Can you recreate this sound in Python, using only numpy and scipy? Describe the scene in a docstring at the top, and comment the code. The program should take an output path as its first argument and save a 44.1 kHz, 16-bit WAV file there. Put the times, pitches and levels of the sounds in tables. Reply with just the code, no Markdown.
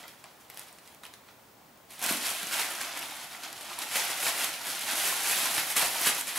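"""On a wooden floor in a bare room, a few metres from a camera, a cat noses, rolls and pounces in
crumpled tissue paper. The papery rush is thousands of tiny damped pops mixed with noise, tight creases
snap in bright bursts, hollows in the sheet ring briefly, and paws thump the boards with one low push.
The room answers with fading noise echoes, over a soft room tone and the camera's own hiss and whine."""
import sys
import numpy as np
from scipy import signal
from scipy.fft import rfft, irfft, next_fast_len
from scipy.io import wavfile
from scipy.ndimage import uniform_filter1d, map_coordinates

SR = 44100
rng = np.random.default_rng(int(sys.argv[2]) if len(sys.argv) > 2 else 0)


def gain_from_decibels(decibels):
    """Convert decibel values to linear amplitude factors."""
    exponent = np.asarray(decibels, float) / 20
    return 10 ** exponent


def store_pcm(level_fs):
    """Save levels as 16-bit WAV."""
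    pcm = np.round(np.clip(level_fs, -1, 1) * 32767).astype(np.int16)
    wavfile.write(sys.argv[1], SR, np.atleast_2d(pcm).T)


N = 281358  # length in samples


def unit(x):
    """Scales a signal to rms 1."""
    return x / np.sqrt(np.mean(x ** 2) + 1e-20)


def along(points, hz):
    """Reads a curve of (Hz, value) points on a log frequency axis."""
    f, v = np.transpose(points)
    return np.interp(np.log(hz + 1), np.log(f + 1), v)


def wobble(rate):
    """A smooth random curve with rate knots a second."""
    knots = rng.standard_normal(int(N * rate / SR) + 4)
    return map_coordinates(knots, [np.arange(N) * rate / SR])


def filtered(x, response):
    """Shapes a signal by a response that depends on frequency."""
    m = next_fast_len(x.shape[-1] + 8192)
    spectrum = rfft(x, m) * response(np.fft.rfftfreq(m, 1 / SR))
    return irfft(spectrum, m)[..., :x.shape[-1]]


def paired(two, alike):
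    """Mixes two unrelated signals into a left and right of given likeness at each frequency."""
    def mid_and_side(hz):
        turn = np.arccos(np.clip(along(alike, hz), -1, 1)) / 2
        return np.array([np.cos(turn), np.sin(turn)])

    mid, side = filtered(two, mid_and_side)
    return np.array([mid + side, mid - side])


def pops(s, hz, gain, cycles, size):
    """Sums damped sines at their times; each falls by 1/e in cycles / hz seconds."""
    t = np.arange(size) / SR
    decay = np.exp(-t * hz[:, None] / cycles)
    wave = gain[:, None] * np.sin(2 * np.pi * hz[:, None] * t) * decay
    at = np.round(s * SR).astype(int)[:, None] + np.arange(size)
    return np.bincount(at.ravel(), wave.ravel(), N + SR)[:N]


def burst(gain):
    """Gives each row of pops the same total energy."""
    return gain / np.linalg.norm(gain, axis=1, keepdims=True)


# How much the sheet creeps and settles between the cat's moves.
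# Each row: time in seconds, level in dB.
STIR_LEVELS = [(0.0, -62), (0.7, -68), (1.3, -71), (1.87, -78), (2.0, -52.5), (2.5, -45.5), (3.3, -54),
               (3.9, -47.5), (4.15, -40.5), (4.55, -43), (5.2, -42), (5.5, -39.5), (5.7, -45.5),
               (5.97, -36.5), (6.16, -38), (6.25, -56), (6.38, -44)]
# The cat's nudges, rolls and pounces.
# Each row: peak time in seconds, level in dB, rise in ms, fall in ms, crispness in dB.
CAT_MOVES = [(0.001, -49.5, 10, 39, -3), (0.039, -53.5, 17, 33, -12), (0.085, -58, 9, 32, 2),
             (0.242, -55, 7.4, 47, -11.5), (0.503, -59.5, 17, 131, -7), (0.585, -51.5, 24, 92, 0.6),
             (0.684, -60, 36, 93, -2), (0.872, -58, 40, 69, -1.4), (0.943, -64.0, 11, 25, -4),
             (1.042, -52, 8.7, 40, -2), (1.143, -60, 17, 22, 1), (1.294, -60.5, 40, 41, -7),
             (1.912, -53, 18, 165, 0), (1.997, -47, 12, 236, 0), (2.041, -33.5, 22, 106, -2),
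             (2.098, -34, 35, 77, 0.7), (2.261, -34, 73, 150, 0.5), (2.424, -42, 37, 27, 0.5),
             (2.53, -35, 19, 150, 0), (2.6, -33.5, 79, 49, 0), (2.69, -42, 20, 190, -2.5),
             (2.816, -42.5, 57, 140, -2.9), (2.961, -43, 170, 220, -4.4), (3.024, -44, 17, 240, -1.2),
             (3.234, -46, 72, 45, -1), (3.336, -48, 18, 52, -4.5), (3.44, -44, 30, 79, -6.5),
             (3.611, -49, 11, 217, -1.5), (3.715, -46, 98, 68, -7), (3.789, -40.5, 16, 52, -5),
             (3.824, -39, 22, 41, 0.5), (3.962, -31.5, 55, 120, 0), (4.103, -38.5, 73, 82, 0),
             (4.282, -29, 57, 30, 1.3), (4.393, -34, 24, 53, -1.5), (4.438, -33, 72, 41, 1.5),
             (4.67, -36, 24, 135, 1.2), (4.891, -33.5, 38, 130, -0.7), (4.979, -34.5, 14, 140, 4.5),
             (5.065, -32, 59, 150, 1.1), (5.298, -32, 85, 146, 3.1), (5.398, -34, 48, 240, 1.6),
             (5.587, -34.5, 57, 79, 2.2), (5.709, -37.5, 39, 29, 6), (5.766, -28, 7.3, 90, 4.5),
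             (5.834, -32, 58, 30, -6.5), (6.03, -39, 120, 65, 6), (6.073, -25.5, 23, 33, 2.5),
             (6.199, -38.5, 63, 44, 3.5), (6.289, -37, 35, 62, 0.1), (6.375, -32, 21, 87, 1)]


def worked():
    """Levels in dB of billows, folds and creases: every move swells and dies over the slow stir."""
    billows_db, creases_db = -7.5, -0.25  # against the folds
    stir_crisp_db = -1.5  # crispness between moves
    crisp_thins = 0.86  # dB the billows lose for each dB of crispness
    swing_db = 10  # a move gains this much over its rise and loses it over its fall
    t = np.arange(0, N + 44, 44) / SR
    s, db, rise_ms, fall_ms, crisp_db = np.transpose(CAT_MOVES)[:, :, None]
    late_ms = 1000 * (t - s)
    slope_ms = np.maximum(np.where(late_ms < 0, rise_ms, fall_ms), 2)
    move_db = db - swing_db * np.abs(late_ms) / slope_ms
    stir_db = np.interp(t, *np.transpose(STIR_LEVELS))

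    def total(follows):  # follows: how far this part of the paper sound obeys crispness
        moves = np.sum(gain_from_decibels(2 * (move_db + follows * crisp_db)), axis=0)
        stir = gain_from_decibels(2 * (stir_db + follows * stir_crisp_db))
        return 10 * np.log10(moves + stir)

    levels_db = billows_db + total(-crisp_thins), total(0), creases_db + total(1)
    return [np.interp(np.arange(N) / SR, t, level) for level in levels_db]


def gives(rate, fade_s):
    """A curve that jumps whenever the sheet gives way, then sinks back; rms 1 about zero."""
    jumps = (rng.random(N) < rate / SR) * rng.random(N)
    curve = signal.lfilter([1], [1, -np.exp(-1 / (fade_s * SR))], jumps)
    return unit(curve - curve.mean())


def crackle(count, size, centre_hz, octaves, cycles, scatter_db, clump_db, slide, spectrum):
    """Countless small buckles of uneven size and pitch, in clumps, over the hiss of sliding sheets; rms 1."""
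    s, chance = rng.random((2, count))
    hz = np.clip(centre_hz * 2 ** (octaves * rng.standard_normal(count)), 150, 15000)
    size_db = np.minimum(-scatter_db * np.log(1 - chance), 15)
    gain = gain_from_decibels(size_db) * rng.choice([-1, 1], count)
    grains = unit(pops(s * N / SR, hz, gain, cycles, size))

    def evened(f):  # flattens the grains' broad spectrum before the wanted one is applied
        power = np.abs(rfft(grains, 2 * len(f) - 2)) ** 2
        return 1 / np.sqrt(uniform_filter1d(power, size=3000) / N + 1e-4)

    mix = unit(filtered(grains, evened)) + slide * rng.standard_normal(N)
    clumps = gain_from_decibels(clump_db * (wobble(25) + 0.78 * wobble(70)))
    return unit(clumps * filtered(mix, lambda f: gain_from_decibels(along(spectrum, f))))


# Tone colour of the wide billows, the folds and the tight creases.
# Each row of all three: frequency in Hz, relative level in dB per Hz.
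BILLOW_COLOUR = [(59, -52), (100, -22), (118, -20.5), (305, -6), (398, -13.5), (464, -12.5), (501, -11),
                 (698, 0.5), (880, -1), (1400, -4.5), (1820, -40), (3080, -120)]
FOLD_COLOUR = [(820, -36), (1400, -3.5), (2540, -2.5), (2770, -4), (3190, -3), (3620, -4.5), (6500, -9.5),
               (8450, -13), (14300, -120)]
CREASE_COLOUR = [(2940, -13), (5000, -10), (8590, -5.5), (11200, -2), (15100, -14.5), (15700, -15.5)]


def rustle():
    """Billows of the whole sheet give the low part, folds the middle, creases the bright top; all jump together."""
    billows = crackle(count=5000, size=300, centre_hz=775, octaves=0.73, cycles=1.43,
                      scatter_db=2.5, clump_db=0.1, slide=0.98, spectrum=BILLOW_COLOUR)
    folds = crackle(count=12000, size=120, centre_hz=2628, octaves=0.72, cycles=1.76,
                    scatter_db=2.0, clump_db=-0.34, slide=1.0, spectrum=FOLD_COLOUR)
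    creases = crackle(count=22000, size=48, centre_hz=9200, octaves=0.37, cycles=1.15,
                      scatter_db=3.5, clump_db=0.39, slide=1.0, spectrum=CREASE_COLOUR)
    jolt = gives(rate=46, fade_s=0.01)
    parts = gain_from_decibels(0.55 * jolt) * billows, gain_from_decibels(1.05 * jolt) * folds, gain_from_decibels(1.39 * jolt) * creases
    return sum(gain_from_decibels(db) * part for db, part in zip(worked(), parts))


# Single snaps of a crease.
# Each row: start in seconds, level in dB, level of the fold part in dB relative to the snap.
CREASE_SNAPS = [(0.0283, -39, 0.5), (0.0802, -31.5, -6), (0.2404, -35, -4), (0.4997, -26, -12),
                (0.5442, -32, -19), (0.558, -39, -10), (0.5727, -26, -9.5), (0.5814, -33, -20),
                (0.5937, -21.5, -30), (0.6014, -39, -20), (0.6144, -40, -12), (0.6836, -37, -5),
                (0.727, -36, -20), (0.785, -34.5, -7), (0.8754, -34, -10), (0.9467, -34, -12),
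                (1.0346, -36, 1), (1.0515, -33, -2), (1.064, -36, -3), (1.1372, -31, -5.5),
                (1.286, -50, 10.5), (1.7736, -39, -21), (1.9055, -38, -17), (1.9924, -25, -12),
                (2.0163, -19, -13), (2.0253, -16, -21), (2.0396, -13, -19), (2.0624, -10, -27),
                (2.3094, -20, -16), (2.4694, -20, -12), (2.476, -30, -16), (2.5107, -24, -7),
                (2.6106, -19, -11), (2.7074, -24, -14), (2.7367, -26, -7), (2.812, -20, -11),
                (2.9924, -22, -27), (3.5278, -25, -6), (3.6098, -29, -2), (3.7885, -15.5, -18),
                (3.8873, -29, -17), (3.913, -24, -4), (3.9559, -17, -1), (4.1017, -17.5, -6),
                (4.4435, -15, -21), (4.7007, -19, -6), (4.9684, -17, -25), (5.5791, -13.5, -1.5),
                (5.7014, -17, -24), (5.7642, -17, -8), (5.7794, -6, -21), (5.7944, -13, -12),
                (6.0206, -18, -17), (6.0704, -13.5, -4), (6.2104, -15, -25), (6.2711, -21, -14)]


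def snaps():
    """A crease gives way in a dense burst of shrinking pops, and the fold around it flaps a little longer."""
    usual_hz, scatter_octaves = 10160, 0.074
    small_over_creases_db, small_scatter_db, small_fold_db = 12.5, 1, -12
    # lesser snaps come at random, their level following the creases
    when, luck = rng.random(size=(200, 2)).T
    creases_db = worked()[-1][(when * N).astype(int)]
    small_db = creases_db + small_over_creases_db - small_scatter_db * np.log(1 - luck)
    small = np.transpose([when * N / SR, small_db, np.full(len(when), small_fold_db)])
    s, db, fold_db = np.transpose(np.vstack([CREASE_SNAPS, small]))[:, :, None]
    hz = usual_hz * 2 ** (scatter_octaves * rng.standard_normal(s.shape))

    late, tune, size, flap = np.moveaxis(rng.random((len(s), 4, 16)), 1, 0)  # 16 pops a snap
    wait = late ** 1.8  # most pops crowd the start
    crisp_s = s + .0006 + .0035 * wait
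    crisp_hz = np.clip(hz * 2 ** (0.74 * tune - .35), 0, 15000)
    crisp_gain = gain_from_decibels(db + 1.5) * burst(gain_from_decibels(-24 * wait - 2.3 * size))
    crisp = pops(crisp_s.ravel(), crisp_hz.ravel(), crisp_gain.ravel(), cycles=2.56, size=100)

    flap_s = s + .0006 + .012 * wait
    flap_hz = 1500 * 2 ** (2.01 * flap)
    flap_gain = gain_from_decibels(db + fold_db + 4.0) * burst(gain_from_decibels(-12 * wait - 3.5 * size))
    flap_gain = flap_gain * np.sqrt(flap_hz / 2500)  # low flaps last longer but move less
    return crisp + pops(flap_s.ravel(), flap_hz.ravel(), flap_gain.ravel(), cycles=1.55, size=200)


# Hollows in the paper popping through.
# Each row: start in seconds, level in dB, pitch in Hz.
PAPER_DENTS = [(0.039, -29, 2010), (0.5, -32, 2010), (0.572, -30, 3230), (1.034, -30, 3780),
               (1.052, -30, 3130), (1.285, -38, 1430), (1.899, -36, 4300), (2.024, -26, 915),
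               (2.431, -25, 1600), (2.511, -22, 1420), (2.785, -25, 1590), (2.808, -18, 1670),
               (3.027, -22, 2780), (3.348, -24, 2060), (3.783, -27, 940), (3.956, -22, 1610),
               (4.266, -12, 2270), (4.378, -18, 2200), (5.124, -18, 1060), (5.329, -11, 2530),
               (5.702, -21, 3240), (5.764, -20, 1170), (6.046, -14, 1920), (6.065, -16, 1630)]


def dents():
    """A stiff hollow in the sheet flips inside out and rings for a few cycles."""
    s, db, hz = np.transpose(PAPER_DENTS)
    return pops(s + 0.00061, hz, gain_from_decibels(db - 9.0), cycles=5.7, size=900)


# Paws and body landing on the boards.
# Each row: start in seconds, level in dB, pitch in Hz.
PAW_THUMPS = [(2.108, -28, 287), (2.427, -44, 222), (5.764, -42, 260)]


def thumps():
    """A soft paw gives the boards one low push that dies within a few cycles; the floor rumbles on briefly."""
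    boards_t60_s, boards_db = .35, -3.5  # the rumble's decay, and its strength against the push
    s, db, hz = np.transpose(PAW_THUMPS)
    push = pops(s, hz, gain_from_decibels(db + 12.5), cycles=1.7, size=3000)
    t = np.arange(SR // 2) / SR
    ring = rng.standard_normal(SR // 2) * gain_from_decibels(-60 * t / boards_t60_s)
    rumble = gain_from_decibels(boards_db) * signal.fftconvolve(push, ring / np.linalg.norm(ring))[:N]

    def boards(f):  # cuts below 170 Hz and above 500 Hz
        return (1j * f / (170 + 1j * f)) ** 2 / (1 + 1j * f / 500) ** 3

    return filtered(push + rumble, boards)


# How long the room rings. Each row: frequency in Hz, time to fall by 60 dB in seconds.
ROOM_DECAY = [(200, 0.44), (1000, 0.37), (4000, 0.38), (12000, 0.17)]
# How alike the echoes are left and right. Each row: frequency in Hz, likeness (1 is identical).
ECHO_LIKENESS = [(100, 0.99), (700, 0.9), (2000, 0.63), (5000, 0.033), (10000, 0.25), (15000, .6)]


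def room(x):
    """Bare walls and floor: each frequency dies at its own speed, in noise echoes."""
    out = np.zeros((2, N + 2 * SR))
    piece = SR // 22  # echoes are redrawn for every short piece so no fixed tone builds up
    for start in range(0, N, piece):
        hz, t, z = signal.stft(rng.standard_normal((2, SR // 2)), SR, nperseg=256)
        fade = gain_from_decibels(-60 * t / along(ROOM_DECAY, hz)[:, None])
        tail = paired(signal.istft(z * fade, SR, nperseg=256)[1], ECHO_LIKENESS)
        tail = tail / np.linalg.norm(tail[0])
        echo = signal.fftconvolve(x[None, start:start + piece], tail, axes=1)
        out[:, start + 60:][:, :echo.shape[1]] += echo  # echoes start 60 samples late
    return out[:, :N]


# Colour of the room tone and hiss. Each row: frequency in Hz, relative level in dB per Hz.
TONE_COLOUR = [(18, -59), (30, -22), (59, -10), (148, -2.5), (173, -5.5), (208, -2.5), (410, -5),
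               (444, -4.5), (493, -7), (533, -3), (853, -3), (1020, -5), (2840, -15), (12300, -21.5),
               (15600, -14.5)]
# How alike the tone and hiss are left and right. Each row: frequency in Hz, likeness (1 is identical).
TONE_LIKENESS = [(60, 0.98), (180, 0.95), (550, 0.64), (1650, 0.44), (4970, 0.43), (15000, 0.88)]
# The camera's thin whine. Each row: pitch in Hz, peak level in dB.
CAMERA_WHINE = [(15628, -84)]


def background():
    """Shaped noise makes steady room tone and hiss; a sine makes a thin whine at the top of hearing."""
    noise = paired(rng.standard_normal((2, N)), TONE_LIKENESS)
    noise = filtered(noise, lambda f: gain_from_decibels(along(TONE_COLOUR, f)))
    t = np.arange(N) / SR
    whine = sum(gain_from_decibels(db) * np.sin(2 * np.pi * hz * t) for hz, db in CAMERA_WHINE)
    return gain_from_decibels(-55.5) * unit(noise) + whine


# How the cat's sound leans to one side. 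Each row: frequency in Hz, left minus right in dB.
SIDE_LEAN = [(100, -1), (1000, 0), (4000, -1.2), (9000, -0.7), (14000, 0.4)]


def scene():
    """The cat's sounds reach the camera directly and through the room, thin in the bass."""
    cat = rustle() + snaps() + dents() + thumps()
    cat = filtered(cat, lambda f: (1j * f / (90 + 1j * f)) ** 5)
    heard = cat + gain_from_decibels(-5.5) * room(cat)
    halves = np.array([[.5], [-.5]])  # half the lean goes to each side
    leaning = filtered(heard, lambda f: gain_from_decibels(along(SIDE_LEAN, f) * halves))
    return leaning + background()


def band_limit(x):
    """A steep low-pass at the top of the band."""
    return signal.sosfilt(signal.butter(12, 17070, fs=SR, output="sos"), x)


def record(dry):
    """The camera takes in nothing above its band limit."""
    top_hz = 15760
    mix = filtered(dry, lambda f: f < top_hz)
    return band_limit(mix)


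dry = scene()
out = record(dry)
store_pcm(out)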